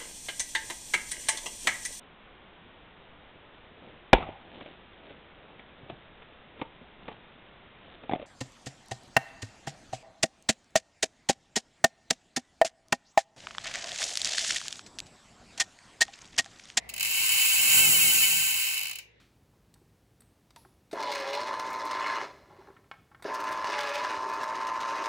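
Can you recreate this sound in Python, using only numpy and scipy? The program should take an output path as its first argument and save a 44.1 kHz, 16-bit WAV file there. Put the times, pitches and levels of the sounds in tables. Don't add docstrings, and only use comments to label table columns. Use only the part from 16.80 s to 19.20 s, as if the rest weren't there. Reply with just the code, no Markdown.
import sys
import numpy as np
from scipy import signal
from scipy.fft import rfft, irfft, next_fast_len
from scipy.io import wavfile
from scipy.ndimage import uniform_filter1d

SR = 44100
rng = np.random.default_rng(int(sys.argv[2]) if len(sys.argv) > 2 else 0)


def to_wav(sig):
    pcm = np.clip(np.atleast_2d(sig), -1, 1) * 32767
    pcm = np.round(pcm).astype(np.int16)
    wavfile.write(sys.argv[1], SR, pcm.T)


def nominal_scale(level):
    x = np.asarray(level, float) / 20
    return 10 ** x


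N = 105840
T = np.arange(N) / SR
SIZE = next_fast_len(N + SR)
HZ = np.arange(SIZE // 2 + 1) * SR / SIZE + 1e-3
LEFT_RIGHT = np.array([[.5], [-.5]])

# pitch_hz, level_db (per Hz)
ROOM_EARLY = [(24, -54), (40, -12), (276, -11), (351, -17.5), (701, -6.5), (1540, -22), (2000, -3),
              (2540, -17.5), (3500, -24), (12000, -44), (15600, -98), (22000, -120)]
# pitch_hz, level_db (per Hz)
ROOM_LATE = [(24, -25.5), (40, -3), (135, -22), (172, -19), (425, -5), (1160, -26.5), (2100, -9),
             (2700, -27), (3800, -17), (4200, -26), (12000, -56.5), (15600, -81.5), (22000, -120)]
# pitch_hz, early_level_db, late_level_db
MAINS_HUM = [
    (58.7, -60.5, -66),
    (109.6, -68, -68.5),
    (683, -82, -85.5),
]
# time_s, level_db
CHAIN_PULL = [(0.1, -66.5), (0.23, -61.5), (0.37, -70), (0.41, -53.5), (0.49, -61), (0.54, -52.5),
              (0.58, -62.5), (0.79, -54), (0.81, -48), (0.85, -50), (1.02, -44.5), (1.43, -48), (1.45, -50),
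              (1.53, -51), (1.56, -51.5), (2.15, -74)]
# pitch_hz, width_hz, level_db
FRAME_MODES = [
    (59.3, 28, -6.5),
    (128.6, 22, -7.5),
    (166.9, 15.5, -4.5),
    (229, 57, -10.5),
    (318.5, 117, -7),
    (497, 240, -5.5),
    (798, 200, -6.5),
    (1300, 290, -5.5),
]
# start_s, level_db (against the buzz's start)
STARTING_TICKS = [(0.0907, -11), (0.096, -10.5), (0.138, -4.5), (0.1623, -5), (0.179, -3), (0.1967, -1),
                  (.2072, 2.5), (0.22, -6.5), (0.2286, 3.5), (0.2385, -3.5), (0.2478, 0.5)]
# start_s, level_db (against the buzz's end)
STOPPING_TICKS = [(1.9552, -3), (1.963, -3), (1.9695, 0), (1.977, 0.5), (1.986, -3), (1.9925, 0.5),
                  (2.0038, -3), (2.012, 1), (2.0241, -4.5), (2.0315, 0.5), (2.0426, -2), (2.0544, 0.5),
                  (2.0686, -2.5), (2.0811, -3.5), (2.095, -2), (2.1112, -1.5), (2.131, -6.5), (2.1551, -4),
                  (2.1863, -5.5)]
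# time_s, speed_teeth_per_s
TOOTH_SPEED = [(.22, 96), (.36, 200), (.49, 214), (.55, 238), (.61, 288), (.67, 265), (.765, 308),
               (.9, 356), (1.0, 920), (1.12, 775), (1.19, 708), (1.23, 642), (1.3, 600), (1.37, 550),
               (1.43, 502), (1.6, 385), (1.732, 288), (2.045, 88)]
# time_s, level_db
BUZZ_LEVEL = [(0.22, -30.5), (.45, -26), (0.632, -24), (0.852, -23.5), (0.988, -19.5), (1.01, -22.5),
              (1.2, -22.5), (1.24, -22), (1.38, -23.5), (1.43, -21.5), (1.455, -24.5), (1.6, -26),
              (1.922, -30), (2.05, -34)]
# pitch_hz, level_db
SNAP_COLOUR = [
    (1500, -39),
    (2600, -14),
    (3800, -11.5),
    (5800, -14.5),
    (8000, -1.5),
    (10000, -7),
    (12500, -6),
    (15500, -4.5),
]
# pitch_hz, level_db, t60_s
WHEEL_RING = [(296, -56, .3), (650, -24.5, 0.27), (900, -16, 0.74), (1310, -26, 0.12), (1650, -21.5, 0.13),
              (1940, -18, 0.29), (2246, -8, 0.55), (2700, -4.5, 0.23), (2915, -10.5, 0.52),
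              (3385, -24, 0.19), (3920, -13, .2), (4290, -13.5, 0.17), (6550, -20.5, 0.28),
              (8180, -43.5, 0.34), (15600, -59, 0.13)]
# pitch_hz, level_db, t60_s
COG_MODES = [(2214, -8, .12), (2480, -7, .1), (2717, -7, .1), (2600, -6, .04), (3005, -1, .16),
             (4440, -7, .02), (5975, -17, .05), (6750, -4, .03), (7750, 0, .008), (9260, -5, .07),
             (9530, -7, .05), (10550, -1, .008), (11910, -11, .03), (11500, -11, .03), (14600, -13, .03),
             (15430, -7, .05), (10800, -11, .03), (15600, -12, .08), (1993, -15, .1), (3160, -12, .1)]
# pitch_hz, level_db, t60_s
SPOKE_MODES = [(2892, -4, 1.2), (3428, -8, 1.6), (2202, -6, .6), (2110, -6, .4), (1530, -1, .06),
               (750, -12, .15), (900, -12, .12), (1050, -9, .1), (3811, -12, .4), (5975, -17, .4),
               (6720, -9, .3)]

ROOM_EARLY_DB, ROOM_LATE_DB, ROOM_SIDE_DB = -53, -65, -1.5
DUCK_S = 0.42
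CHAIN_SIDE_DB, CHAIN_FLICKER_DB, CHAIN_LEFT_DB = -9, 1, -2
BROAD_SLOPE = .8
BUZZ_FROM_S, BUZZ_TO_S = .2565, 1.948
ODD_LATE_TEETH, ODD_DB = .1, -1.5
PAWLS, PAWL_SPREAD_TEETH, PAWL_DB, JITTER_S = 3, .1, 1.5, .000015
SNAP_S, RATTLE_S = .001, .003
BLUR_FROM, BLUR_OVER = 230., 120.
BRIGHTER_DB = 1.46
SNAP_DB, TAIL_T60_S, TAIL_HZ = -0.5, .17, 9500.
COGS_DB, COG_KNOCK_DB = -3, 5
COG_LOW_HZ = 1500.
SPOKES_DB = -17
WHEEL_DB, WHEEL_LEFT_DB, RISE_S = -12.5, 2.5, .002
THUD_DB, THUD_T60_S = 3.5, 0.028
KNOCK_DB, KNOCK_LOW_HZ = 8, 900.
MIC_LAG_S, MIC_TURN_RAD = .000208, 1.9
TOP_HZ, EDGE_HZ, BASS_HZ = 15720, 40., 48


def level(x, db):
    return x * nominal_scale(db) / np.sqrt(np.mean(x ** 2))


def curve(table, at):
    return np.interp(at, *np.array(table).T[:2])


def colour(table):
    rows = np.array(table).T
    return nominal_scale(np.interp(np.log(HZ), np.log(rows[0]), rows[1]))


def through(x, response):
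    return irfft(rfft(x, SIZE) * response, SIZE)[..., :N]


def unit(response):
    return response / np.sqrt(np.mean(np.abs(response) ** 2))


def causal(gain):
    cepstrum = irfft(np.log(gain), SIZE)
    cepstrum[1:SIZE // 2] *= 2
    cepstrum[SIZE // 2 + 1:] = 0
    return np.exp(rfft(cepstrum))


def modes(table, phases):
    t, ring = T[:SR], 0
    for (hz, db, t60), phase in zip(table, phases):
        decay = nominal_scale(-60 * t / t60) / np.sqrt(t60)
        ring = ring + nominal_scale(db) * decay * np.cos(2 * np.pi * hz * t + phase)
    return ring


def walk(rate):
    k = int(SR / rate)
    v = uniform_filter1d(uniform_filter1d(rng.standard_normal(N), k), k)
    return v / v.std()


def pair(side_db):
    mid, side = rng.standard_normal((2, N))
    return np.array([mid + nominal_scale(side_db) * side, mid - nominal_scale(side_db) * side])


def workshop():
    duck = np.exp(-(T / DUCK_S) ** 2)
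    early = level(through(pair(ROOM_SIDE_DB), colour(ROOM_EARLY)), ROOM_EARLY_DB) * duck
    late = level(through(pair(ROOM_SIDE_DB), colour(ROOM_LATE)), ROOM_LATE_DB)
    hum = 0
    for hz, early_db, late_db in MAINS_HUM:
        strength = (nominal_scale(early_db) * duck + nominal_scale(late_db)) * nominal_scale(1.4 * walk(1.6))
        hum = hum + strength * np.sin(2 * np.pi * hz * T)
    return early + late + hum


def chain():
    pull_db, out = curve(CHAIN_PULL, T), 0
    extra_db = BROAD_SLOPE * (pull_db - pull_db.max())
    for hz, width, db in FRAME_MODES:
        resonance = 1 / (1 + 1j * (HZ - hz * hz / HZ) / width) ** 2
        band = level(through(pair(CHAIN_SIDE_DB), resonance), db)
        out = out + band * nominal_scale(CHAIN_FLICKER_DB * walk(12) + (width > 60) * extra_db)
    return level(out, 0) * nominal_scale(pull_db + CHAIN_LEFT_DB * LEFT_RIGHT)


def wheel_ring():
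    pitch_hz, _, t60_s = np.array(WHEEL_RING).T
    t, out = T[:SR], 0
    noise = rfft(rng.standard_normal((2, SR)), SIZE)
    thud = nominal_scale(THUD_DB - 60 * t / THUD_T60_S) / np.sqrt(THUD_T60_S)
    for hz in 250 * 2 ** (np.arange(13) / 2):
        t60 = np.interp(np.log(hz), np.log(pitch_hz), t60_s)
        band = irfft(noise * np.maximum(1 - np.abs(2 * np.log2(HZ / hz)), 0), SIZE)[:, :SR]
        out = out + band * (nominal_scale(-60 * t / t60) / np.sqrt(t60) + thud)
    rising = out * (1 - np.exp(-t / RISE_S))
    return unit(rfft(rising, SIZE) * causal(colour(WHEEL_RING)))


def teeth():
    span = T[(T >= BUZZ_FROM_S) & (T <= BUZZ_TO_S)]
    angle = np.cumsum(curve(TOOTH_SPEED, span)) / SR
    slack = np.cumsum(np.exp(-((span - .97) / .05) ** 2))
    angle += (np.round(angle[-1]) - angle[-1]) * slack / slack[-1]
    tooth = np.arange(np.round(angle[-1]) + 1)
    odd = tooth % 2
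    at = np.interp(tooth + ODD_LATE_TEETH * odd, angle, span)
    size = nominal_scale(curve(BUZZ_LEVEL, at) + ODD_DB * odd) / np.sqrt(curve(TOOTH_SPEED, at))
    lone_at, lone_db = np.array(STARTING_TICKS + STOPPING_TICKS).T
    lone_size = nominal_scale(lone_db + curve(BUZZ_LEVEL, lone_at)) / np.sqrt(curve(TOOTH_SPEED, lone_at))
    at, size = np.r_[lone_at, at], np.r_[lone_size, size]
    return at, size, 1 / np.maximum(curve(TOOTH_SPEED, at), 40)


def pawls():
    at, size, period = teeth()
    chance = rng.standard_normal((1200, 2 * PAWLS))[:len(at)]
    delay = period[:, None] * PAWL_SPREAD_TEETH * np.arange(PAWLS) + JITTER_S * chance[:, :PAWLS]
    when = SR * (at[:, None] + delay)
    size = size[:, None] * nominal_scale(PAWL_DB * chance[:, PAWLS:]) * np.sqrt(SR / PAWLS)
    whole, knocks, hits = when.astype(int), np.zeros((2, N)), np.zeros(N)

    lead, part = size[:, 0] * np.sqrt(PAWLS), (when - whole)[:, 0]
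    which = np.argsort(np.argsort(at)) % 2
    np.add.at(knocks, (which, whole[:, 0]), lead * (1 - part))
    np.add.at(knocks, (which, whole[:, 0] + 1), lead * part)

    np.add.at(hits, whole.ravel(), size.ravel() ** 2)
    t = T[:1024]
    shape = np.exp(-2 * t / SNAP_S) / SNAP_S + np.exp(-2 * t / RATTLE_S) / RATTLE_S
    power = signal.fftconvolve(hits, shape / shape.sum())[:N]
    blur = .85 * np.clip((curve(TOOTH_SPEED, T) - BLUR_FROM) / BLUR_OVER, 0, 1)
    power = (1 - blur) * power + blur * uniform_filter1d(power, size=180)
    rattle = np.sqrt(np.maximum(power, 0)) * rng.standard_normal(N)
    return knocks, rattle


def hub():
    lag = np.exp(-2j * np.pi * HZ * MIC_LAG_S + 1j * MIC_TURN_RAD * np.tanh(HZ / 4000))
    mics = np.array([lag, lag ** 0])
    phases = rng.uniform(0, 2 * np.pi, (4, 32))

    echo = unit(rfft(rng.standard_normal(SR) * nominal_scale(-60 * T[:SR] / TAIL_T60_S), SIZE))
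    tail = 1 + echo / (1 + 1j * HZ / TAIL_HZ) ** 2
    direct = nominal_scale(SNAP_DB) * unit(causal(colour(SNAP_COLOUR))) * tail
    no_bass = (1 - 1j * COG_LOW_HZ / HZ) ** 3
    cogs = [nominal_scale(COGS_DB) * unit(rfft(modes(COG_MODES, a), SIZE)) / no_bass for a in phases[:2]]
    spokes = np.array([unit(rfft(modes(SPOKE_MODES, phases[2] + k), SIZE)) for k in (0, 1.8)])
    spokes = nominal_scale(SPOKES_DB) * spokes / (1 + (HZ / 7500) ** 8) / (1 + (600 / HZ) ** 4)

    knocks, rattle = pawls()
    bright = nominal_scale(BRIGHTER_DB * np.log2(curve(TOOTH_SPEED, T) / 300))
    out = through(rattle * bright, (direct + cogs[0]) * mics + spokes)
    lean = nominal_scale(WHEEL_DB + WHEEL_LEFT_DB * LEFT_RIGHT)
    for knock, cog in zip(knocks, cogs):
        push = nominal_scale(KNOCK_DB) * through(knock, 1 / (1 + (KNOCK_LOW_HZ / HZ) ** 2))
        wheel = through((push + rattle / np.sqrt(2)) / bright, lean * wheel_ring())
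        both_mics = cog * np.ones((2, 1)) / (1 + (HZ / 3600.) ** 8)
        out = out + wheel + through(nominal_scale(COG_KNOCK_DB) * knock, both_mics)
    return out


def scene():
    return workshop() + chain() + hub()


def low_pass(x):
    return signal.sosfilt(signal.butter(12, 17040, fs=SR, output="sos"), x)


def record(dry):
    treble_cut = (1 - np.tanh((HZ - TOP_HZ) / EDGE_HZ)) / 2
    mix = through(dry, treble_cut / (1 + (BASS_HZ / HZ) ** 4))
    return low_pass(mix)


dry = scene()
out = record(dry)
to_wav(out)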